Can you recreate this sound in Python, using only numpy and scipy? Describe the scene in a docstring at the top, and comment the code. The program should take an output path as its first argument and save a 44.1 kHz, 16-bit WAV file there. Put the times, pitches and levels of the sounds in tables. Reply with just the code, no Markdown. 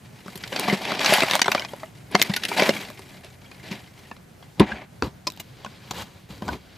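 """On a small boat on a lake, hands dig through crushed ice in an open plastic cooler.
Thousands of tiny clicks blend into a crunch, while bigger chunks crack together and knock the walls.
The lid drops shut and dulls the ice; fish are slapped on it, making it ring, and slid over it.
The boat adds a few quick echoes, and a low lake rumble and faint hiss lie underneath."""
import sys
import numpy as np
from scipy import signal
from scipy.io import wavfile

SR = 44100
rng = np.random.default_rng(int(sys.argv[2]) if len(sys.argv) > 2 else 0)


def file_out(sig):
    """Save sig as 16-bit WAV at sys.argv[1]."""
    # one column per channel
    cols = np.atleast_2d(sig).T
    # limit, then scale
    lim = np.clip(cols, -1, 1)
    pcm = np.round(lim * 32767).astype(np.int16)
    wavfile.write(sys.argv[1], SR, pcm)


N = 298557
LID_SHUTS_S = 4.6

# loose ice settling between strokes of the hands: t/s, crunch level/dB
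SETTLING_ICE = [(0.03, -59.5), (.24, -53), (.3, -48.5), (.51, -46), (1.6, -46.5), (1.86, -59.5),
                (2.08, -59), (2.2, -42), (2.9, -50.5), (3.2, -52), (3.37, -61), (3.55, -54.5),
                (3.85, -57.5), (4.13, -54.5), (4.25, -80), (4.45, -60.5), (4.55, -73), (4.9, -78)]
# borders between four pitch ranges, heard as thud, knock, clack and crack: f/Hz
RANGE_EDGES = [450, 1300, 6000]


def ice_crunch():
    """Crushed ice shifts under the hands in countless tiny clicks; the shut lid blocks its treble."""
    # digging strokes and the lid's jolt: start/s, peak/s, end/s, crunch/dB, rumble/dB, box/dB, crackle/dB
    strokes = [(.522, .728, 0.79, -29, -34, -30, -45), (.81, .904, 1.085, -29.5, -36, -32, -51),
               (1.005, 1.128, 1.25, -20, -45, -25, -33), (1.26, 1.36, 1.39, -25, -45, -26, -37.5),
               (1.425, 1.559, 1.65, -39, -48, -36.5, -52), (1.68, 1.844, 1.89, -54, -62, -53, -58.5),
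               (2.11, 2.146, 2.3, -37.5, -37.5, -38.5, -59), (2.42, 2.55, 2.9, -36.5, -42, -45, -47.5),
               (2.565, 2.6, 2.66, -22.5, -27.5, -20, -37), (2.63, 2.69, 2.7, -31, -39, -30.5, -40.5),
               (2.72, 2.74, 2.84, -38.5, -41, -42, -48), (3.63, 3.735, 3.81, -41, -45, -47.5, -58.5),
               (4.6, 4.612, 4.635, -23.5, -11, -20.5, -36), (4.625, 4.715, 4.843, -34.5, -39, -37, -36.5)]
    # tone of the crunch: f/Hz, relative level/dB
    tone = [(110, -20), (205, 0), (280, -6), (385, -3), (490, -7), (600, -2), (900, -5), (1250, -11),
            (1700, -8), (2150, -4), (2850, -12), (4000, -12), (5200, -16), (6500, -24), (9700, -34),
            (11800, -27), (16000, -42)]
    gains = stroke_gains(strokes, SETTLING_ICE, rest_mix_db=[-2.5, -3, -6.5, -9.5])
    crunch = grains(gains, tone, per_s=10000, size_db=2.4, clump_db=1.7, flicker_db=1.3, cycles=20)
    muffled = signal.sosfilt(signal.butter(2, 2840, fs=SR, output="sos"), crunch)
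    return np.where(np.arange(N) < LID_SHUTS_S * SR, crunch, muffled)


def ice_chunks():
    """Chunks of ice hit each other and the walls, and the open cooler rings."""
    # collisions: t/s, clack/dB, thud/dB, knock/dB, hardness/dB, contact/ms
    hits = [(.258, -42, -26, -34, 14, 3.4), (.2808, -33, -30, -28.5, -4, 0.92),
            (.3548, -29, -28.5, -39.5, 15.5, 2.6), (.374, -33, -39, -50, 18, 2),
            (.4361, -20, -39, -53, -2, 2.4), (.4746, -28, -51, -46, 10, 2.1),
            (.5257, -21, -55, -24, -6, 1.9), (.5609, -14, -47, -21.5, 2, 1.9),
            (.5962, -18.5, -23, -26, 24, 0.42), (.6823, -38, -14, -13, 0, 1.35),
            (.696, -12.5, -23, -40, -21, 1.5), (.7265, -26, -6.5, -45, 6.5, 1.7),
            (.7334, -21, -24.5, -17, 9.5, 2.4), (.851, -19.5, -46, -26, 4, 1.5),
            (.9185, -20, -29, -16, 0, 1.4), (.9926, -12.5, -32, -32, 4, 0.84),
            (1.045, -12, -46.5, -16, 8, 1.8), (1.0604, -3.5, -29.5, -34, 5, 1.14),
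            (1.092, -16, -17, -18, -5, 1.5), (1.1229, -23, -20, -5.5, -1, 0.82),
            (1.1306, -11, -18, -27, 1, 0.29), (1.1369, -10.5, -47, -13, 19.5, 1.2),
            (1.1804, -17, -26, -13, -8, 2.2), (1.2042, -9, -37, -40, 2, 1.3),
            (1.2191, -7, -47, -15.5, -5, 3), (1.2334, -14, -33, -8, 13, 0.66),
            (1.3105, -6, -46, -23, 1, 0.82), (1.3348, -6.5, -27, -15, 5, 0.23),
            (1.3529, -6.5, -43, -7.5, 14, 0.57), (1.3927, -12, -39, -16, 2, 1.4),
            (1.4159, -1.5, -46, -18, 7.5, 1.77), (1.4431, -17.5, -40, -36, -5, 1.27),
            (1.4568, -19, -33, -15, 8, 3.3), (1.4801, -12.5, -13, -3.5, 1, 1.03),
            (1.516, -8, -36, -22, 4, 2.5), (1.5478, -11.5, -31, -9.5, 1.5, 1.3),
            (1.5703, -24, -48, -47, -13, 0.6), (1.5768, -17.5, -47, -50, -16, 1.4),
            (1.5953, -15.5, -48, -55, -13, 0.85), (1.6209, -21, -57, -47, -16, 0.78),
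            (1.6467, -19.5, -48, -27.5, -16, 2), (1.734, -33, -56, -23, 6, 1.3),
            (1.8317, -31, -48, -23.5, -2, 1.2), (2.113, -49, -36, -37, 29, 1.7),
            (2.147, -17, -6, -19, -9, 0.91), (2.151, -2.5, -26, -5, 3, 1.04),
            (2.1953, -15, -24, -24, 3, 1.7), (2.2162, 1.5, -46, -44, 9.5, 0.43),
            (2.2234, -5.5, -38, -45, 13, 1), (2.2944, -22.5, -8.5, -28, -1, 4.9),
            (2.3366, -13.5, -51, -51, 4, 2.1), (2.362, -10, -37, -53, 8, 2.7),
            (2.4344, -13, -49, -49, -2, 1.92), (2.4508, -12, -55, -51, 7.5, 1.6),
            (2.4833, -19.5, -30, -39, 11.5, 3.8), (2.515, -20.5, -21.5, -17, 0, 1.8),
            (2.595, -11.5, -36, -18, 2, 2.4), (2.6211, -8.5, -16, -7, -5, 0.77),
            (2.6913, -8.5, -15, -5.5, -6, 1.55), (2.704, -20, -18, -24, -16, 2.7),
            (2.7628, -23, -39, -29, 3, 1.7), (2.9013, -31.5, -55, -28.5, 15, .6),
            (2.9924, -36, -37, -34, 15, 0.68), (3.245, -34, -41, -41, 11.5, 1.2),
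            (3.5135, -34, -53, -41, -2, 2.47), (3.711, -31, -18, -37, 10, 3.8),
            (4.1124, -28.5, -35, -24.5, -31, 1.6), (4.1644, -42, -58, -42, -10, 1.4),
            (4.4258, -40, -66, -38, -3, 1.6)]
    # ringing tones of the open cooler, one list per pitch range: f/Hz, level/dB, time to fade 60 dB/s
    cooler_modes = [
        [(178, -29, 0.017), (200.7, 9, 0.063), (234, -12.5, 0.047), (389, 17, 0.04)],
        [(573, 16.5, 0.02), (695, 15.5, 0.041), (956, -14, 0.075), (940, -13, 0.0073)],
        [(1550, -7.5, 0.04), (2234, 9.5, 0.026), (2920, 6, 0.029), (3430, -13, 0.0054), (4380, -48, 0.0029),
         (4800, -39, 0.0052)],
        [(5850, -12, 0.00495), (6760, 31.5, 0.004), (8300, -10, 0.004), (10500, 34.5, 0.0028),
         (14200, -35, 0.0022)],
    ]
    return blows(hits + stray_chips(), cooler_modes, snap_db=24.5, detune=0.048)


def stray_chips():
    """Small chips tick at random until the lid shuts, louder when the settling ice is louder."""
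    gaps, sizes, hardness = rng.random((150, 3)).T
    times = np.cumsum(-np.log(gaps)) / 30  # about 30 a second
    levels = np.interp(times, *np.transpose(SETTLING_ICE)) + 7.5 + 8 * sizes
    return [(s, db, db - 25, db - 12, 0.5 + 10 * hard, 3.8)  # same columns as the chunks' hits
            for s, db, hard in zip(times, levels, hardness) if s < LID_SHUTS_S]


def lid_knocks():
    """The lid drops shut and fish slap onto it; each blow makes the plastic ring."""
    # blows on the lid: t/s, clack/dB, thud/dB, knock/dB, hardness/dB, contact/ms
    hits = [(4.596, -9, -9.5, -17, 4.5, 1.9), (4.6029, -22.5, 3, -5.5, 4.5, 1.5),
            (4.7165, -21, -24, -49, -15, 3.4), (5.023, -14, -15.5, -9, -5, 0.5),
            (5.269, -15, -27, -21, 11.5, 2.84), (5.3012, -29.5, -48, -52, 20, 0.78),
            (5.3204, -36, -53, -56, 20, 0.62), (5.3353, -44, -53, -56, 13, 1.17),
            (5.3636, -46, -50, -53, 23, 0.39), (5.374, -36, -53, -45, 13, 0.51),
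            (5.3972, -27.5, -34, -34.5, 17.5, 3.7), (5.6468, -28, -48, -24, 10.5, 1.3),
            (5.6603, -28.5, -35, -33, 1, 1.6), (5.9084, -23, -31, -21, 17.5, 2.15),
            (6.3018, -42, -34, -47, -10, 3.9), (6.421, -28, -24, -28.5, -1, 1.4),
            (6.4793, -24.5, -21.5, -21, 5, 1.64), (6.4871, -21, -21.5, -18.5, -5, 0.96),
            (6.5293, -26.5, -33, -29, -18, 2.7)]
    # ringing tones of the shut lid, one list per pitch range: f/Hz, level/dB, time to fade 60 dB/s
    lid_modes = [
        [(67, -17.5, 0.17), (121, -36, 0.17), (186, -33, 0.069), (212, 2.5, 0.1), (320.6, -5, 0.09),
         (372, 1, 0.038)],
        [(474, 2.5, 0.043), (650, 8, 0.054), (775, 5, 0.025), (960, -3, 0.009), (1023, 12.5, 0.045)],
        [(1420, 4, 0.03), (2450, 5, 0.012), (2705, 8, 0.021), (3710, 10.5, 0.012), (4300, 12, 0.0067),
         (4810, -37.5, 0.024)],
        [(5920, 21, 0.0033), (6700, 20, 0.0018), (8300, -23, 0.0025), (11100, 15.5, 0.003), (13600, -4, 0.003)],
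    ]
    return blows(hits, lid_modes, snap_db=18, detune=0.047)


def lid_scrape():
    """The lid brushes shut, then hands and fish slide on it: dense clicks that blur into a scrape."""
    # the lid's closing swish, then slides:
    # start/s, peak/s, end/s, scrape/dB, rumble/dB, lid body/dB, hiss/dB
    strokes = [(4.57, 4.596, 4.6, -54, -42, -46, -63), (5.03, 5.035, 5.08, -38, -24.5, -31, -50.5),
               (5.28, 5.285, 5.3, -59, -42, -61, -55), (5.57, 5.642, 5.89, -58.5, -57, -59, -78),
               (5.82, 5.92, 6.2, -54, -66, -54, -60.5), (5.935, 6.021, 6.04, -37.5, -38, -39.5, -45),
               (6.29, 6.304, 6.41, -49.5, -41, -49.5, -54.5), (6.42, 6.534, 6.57, -46, -33, -38.5, -52.5)]
    # hands and fish shifting lightly between strokes: t/s, scrape level/dB
    shifting = [(5.2, -75), (5.3, -57), (5.55, -58.5), (5.82, -56.5), (6.05, -64.5), (6.28, -62.5),
                (6.6, -58), (6.77, -56.5)]
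    # tone of the scrape: f/Hz, relative level/dB
    tone = [(29, -32), (50, 10.5), (291, 3.5), (495, 4), (646, -9), (884, -1.5), (1910, -9), (4450, -9),
            (9640, -44), (12900, -32.5), (16000, -40.5)]
    gains = stroke_gains(strokes, shifting, rest_mix_db=[0, -1.5, -9, -15])
    return grains(gains, tone, per_s=12000, size_db=2, clump_db=0.8, flicker_db=1, cycles=18)


def blows(hits, modes, snap_db, detune):
    """Each short, gritty contact makes a dry snap and sets off a body's ringing tones (its modes)."""
    out, t = np.zeros(N + SR), np.arange(SR // 8) / SR
    snaps = [band(band(t == 0, k), k) for k in range(4)]
    for s, clack_db, thud_db, knock_db, hard_db, contact_ms in hits:
        crack_db = clack_db - 17 + hard_db  # a harder contact cracks louder
        bright_db = hard_db - 10  # and clacks brighter
        contact_s = contact_ms / 1000
        grit = rng.standard_normal(2048) * t[:2048] * np.exp(-t[:2048] / contact_s)
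        push = np.hanning(int(SR * (contact_s + 0.00032)))  # low modes feel one smooth push
        dull = signal.lfilter([.3], [1, -.7], grit)
        tilted = amp(-bright_db) * dull + amp(bright_db) * (grit - dull)
        parts = [(thud_db, push), (knock_db, grit), (clack_db, tilted), (crack_db, grit)]
        start, chance = round(s * SR), rng.standard_normal((4, 2, 8))
        for k, (peak_db, force) in enumerate(parts):
            hz, mode_db, fade_s = np.transpose(modes[k])[:, :, None]
            strength, shift = chance[k, :, :len(hz), None]
            hz = hz * np.exp(detune * k * shift)  # no two blows share their higher modes
            start_db = mode_db + 0.5 * bright_db * np.log2(hz / hz.mean()) + (5.5 + k) * strength
            ring = np.sum(amp(start_db - 60 * t / fade_s) * np.sin(2 * np.pi * hz * t), axis=0)
            if k > 0:  # the thud has no snap, the crack has the most
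                ring += amp(snap_db + 11.8 * (k == 3)) * snaps[k] / snaps[k].max()
            sound = signal.fftconvolve(ring, force)[:len(t)]
            out[start:start + len(t)] += amp(peak_db) * sound / np.abs(sound).max()
    return out[:N]


def grains(gains, tone, per_s, size_db, clump_db, flicker_db, cycles):
    """Clicks of uneven size come in clumps; each rings at three pitches and dies within `cycles` swings."""
    sizes = amp(size_db * np.minimum(rng.exponential(1, N), 4)) * rng.choice([-1, 1], N)
    happens = rng.random(N) < per_s / SR * amp(clump_db * drift(50))
    clicks = sizes * happens * amp(clump_db * drift(90)) + 1e-18
    pitch_set, ranges = rng.integers(0, 11, N), np.zeros((4, N))
    for k, hz in enumerate(np.geomspace(70, 15000, 33)):
        decay, angle = amp(-60 * hz / (cycles * SR)), 2 * np.pi * hz / SR
        feedback = [1, -2 * decay * np.cos(angle), decay * decay]
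        ring = signal.lfilter([1, 0, -1], feedback, clicks * (pitch_set == k % 11))
        ranges[np.searchsorted(RANGE_EDGES, hz)] += amp(at_hz(tone, hz)) * np.sqrt(hz) * unit_level(ring)
    crunch, rumble, body, crackle = gains
    return sum(gain * unit_level(amp(flicker_db * drift(45)) * band(ranges[k], k))
               for k, gain in enumerate([rumble, body, crunch, crackle]))


def stroke_gains(strokes, rest_levels, rest_mix_db):
    """Four loudness curves: each stroke swells, sags and lets go, above a quiet resting level."""
    rest_db = np.interp(np.arange(N) / SR, *np.transpose(rest_levels))
    gains = amp(rest_db + np.array(rest_mix_db)[:, None])
    for start, peak, end, *levels in strokes:
        times = [start - 0.0027, start, peak, end, end + 0.1]
        shape_db = np.interp(np.arange(N) / SR, times, [-40, -10, 0, -12.5, -84.1])
        gains += amp(levels)[:, None] * amp(shape_db) * (shape_db > -40)
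    return gains


def bass_cut(x, hz):
    """A small body gives off little sound below its lowest ringing tone."""
    return signal.sosfilt(signal.butter(4, hz, "high", fs=SR, output="sos"), x)


def hull_echoes(x):
    """The open boat returns a few quick echoes, different on each side; the bass stays in the middle."""
    # echoes off the hull: left delay/ms, left level/dB, right level/dB
    echoes = [(1.3, -17, -39.5), (2.9, -63, -42), (5.3, -12, -23), (8.9, -18.5, -11)]
    out = np.array([x, x])
    bright = signal.sosfilt(signal.butter(1, 500, "high", fs=SR, output="sos"), x)
    for k, (ms, left_db, right_db) in enumerate(echoes):
        for side, db in enumerate([left_db, right_db]):
            lag = round(ms * (1 + .23 * side) * SR / 1000)  # later on the right
            out[side, lag:] += (-1) ** (k + side) * amp(db) * bright[:-lag]
    return out


def lake():
    """The lake's low rumble and faint hiss: bands of stereo noise, each wavering a little in level."""
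    # tone of the lake: f/Hz, relative level/dB
    tone = [(15, -62), (25, -24.5), (126, -2.5), (193, -9), (305, -17), (410, -18.5), (848, -19.5),
            (1140, -33), (1410, -23.5), (2490, -31), (15500, -40.5)]
    # how alike the two ears hear it: f/Hz, likeness (1 = the same)
    likeness = [(60, 1), (180, 0.88), (550, 0.067), (1650, 0.35), (5000, 0.76), (15000, 0.28)]
    edges = 25 * 2 ** np.arange(0, 9.6, .5)  # Hz, half an octave apart
    out, shared_drift = 0, drift(3)
    white = rng.standard_normal((2, 2, N))
    for k, (low, high) in enumerate(zip(edges, edges[1:])):
        band_pass = signal.butter(2, [low, high], "band", fs=SR, output="sos")
        mid, side = signal.sosfilt(band_pass, white[k % 2])
        hz = np.sqrt(low * high)
        alike = at_hz(likeness, hz)
        gain = amp(at_hz(tone, hz) + 1.1 * shared_drift + 1.1 * drift(10))
        out = out + gain * (np.sqrt(1 + alike) * mid + np.sqrt(1 - alike) * side * [[1], [-1]])
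    return amp(-48) * unit_level(out)


def amp(db):
    """Turn decibels into a gain."""
    return 10 ** (np.asarray(db) / 20)


def unit_level(x):
    """Scale a signal to an average (rms) level of 1."""
    return x / np.sqrt(np.mean(x ** 2) + 1e-20)


def at_hz(points, hz):
    """Read between a table's rows, spacing frequencies by octaves."""
    frequencies, values = np.transpose(points)
    return np.interp(np.log(hz), np.log(frequencies), values)


def drift(hz):
    """A smooth random wobble of size about 1, mostly slower than `hz`."""
    pole = np.exp(-2 * np.pi * hz * 20 / SR)  # one step every 20 samples
    noise = rng.standard_normal(N // 20 + 2002)
    slow = signal.lfilter([1], [1, -2 * pole, pole * pole], noise)[2000:]
    return np.interp(np.arange(N) / 20, np.arange(len(slow)), unit_level(slow))


def band(x, k):
    """Keep one of the four pitch ranges, from 0 (lowest) to 3 (highest)."""
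    edges = [40, *RANGE_EDGES, 17000]
    return signal.sosfilt(signal.butter(2, edges[k:k + 2], "band", fs=SR, output="sos"), x)


def scene():
    """Ice and lid echo in the boat, over the sound of the lake."""
    crunch, scrape, water = ice_crunch(), lid_scrape(), lake()
    lid = bass_cut(scrape + lid_knocks(), hz=63.8)
    ice = bass_cut(crunch + ice_chunks(), hz=146)
    return hull_echoes(ice + lid) * amp([[.4], [-.4]]) + water  # the cooler is a touch to the left


def record(dry):
    """Clip the loudest peaks and cut the highest treble."""
    low_pass = signal.cheby2(16, 80, 16000, fs=SR, output="sos")
    return signal.sosfilt(low_pass, np.clip(dry, -.92, .92))


dry = scene()
out = record(dry)
file_out(out)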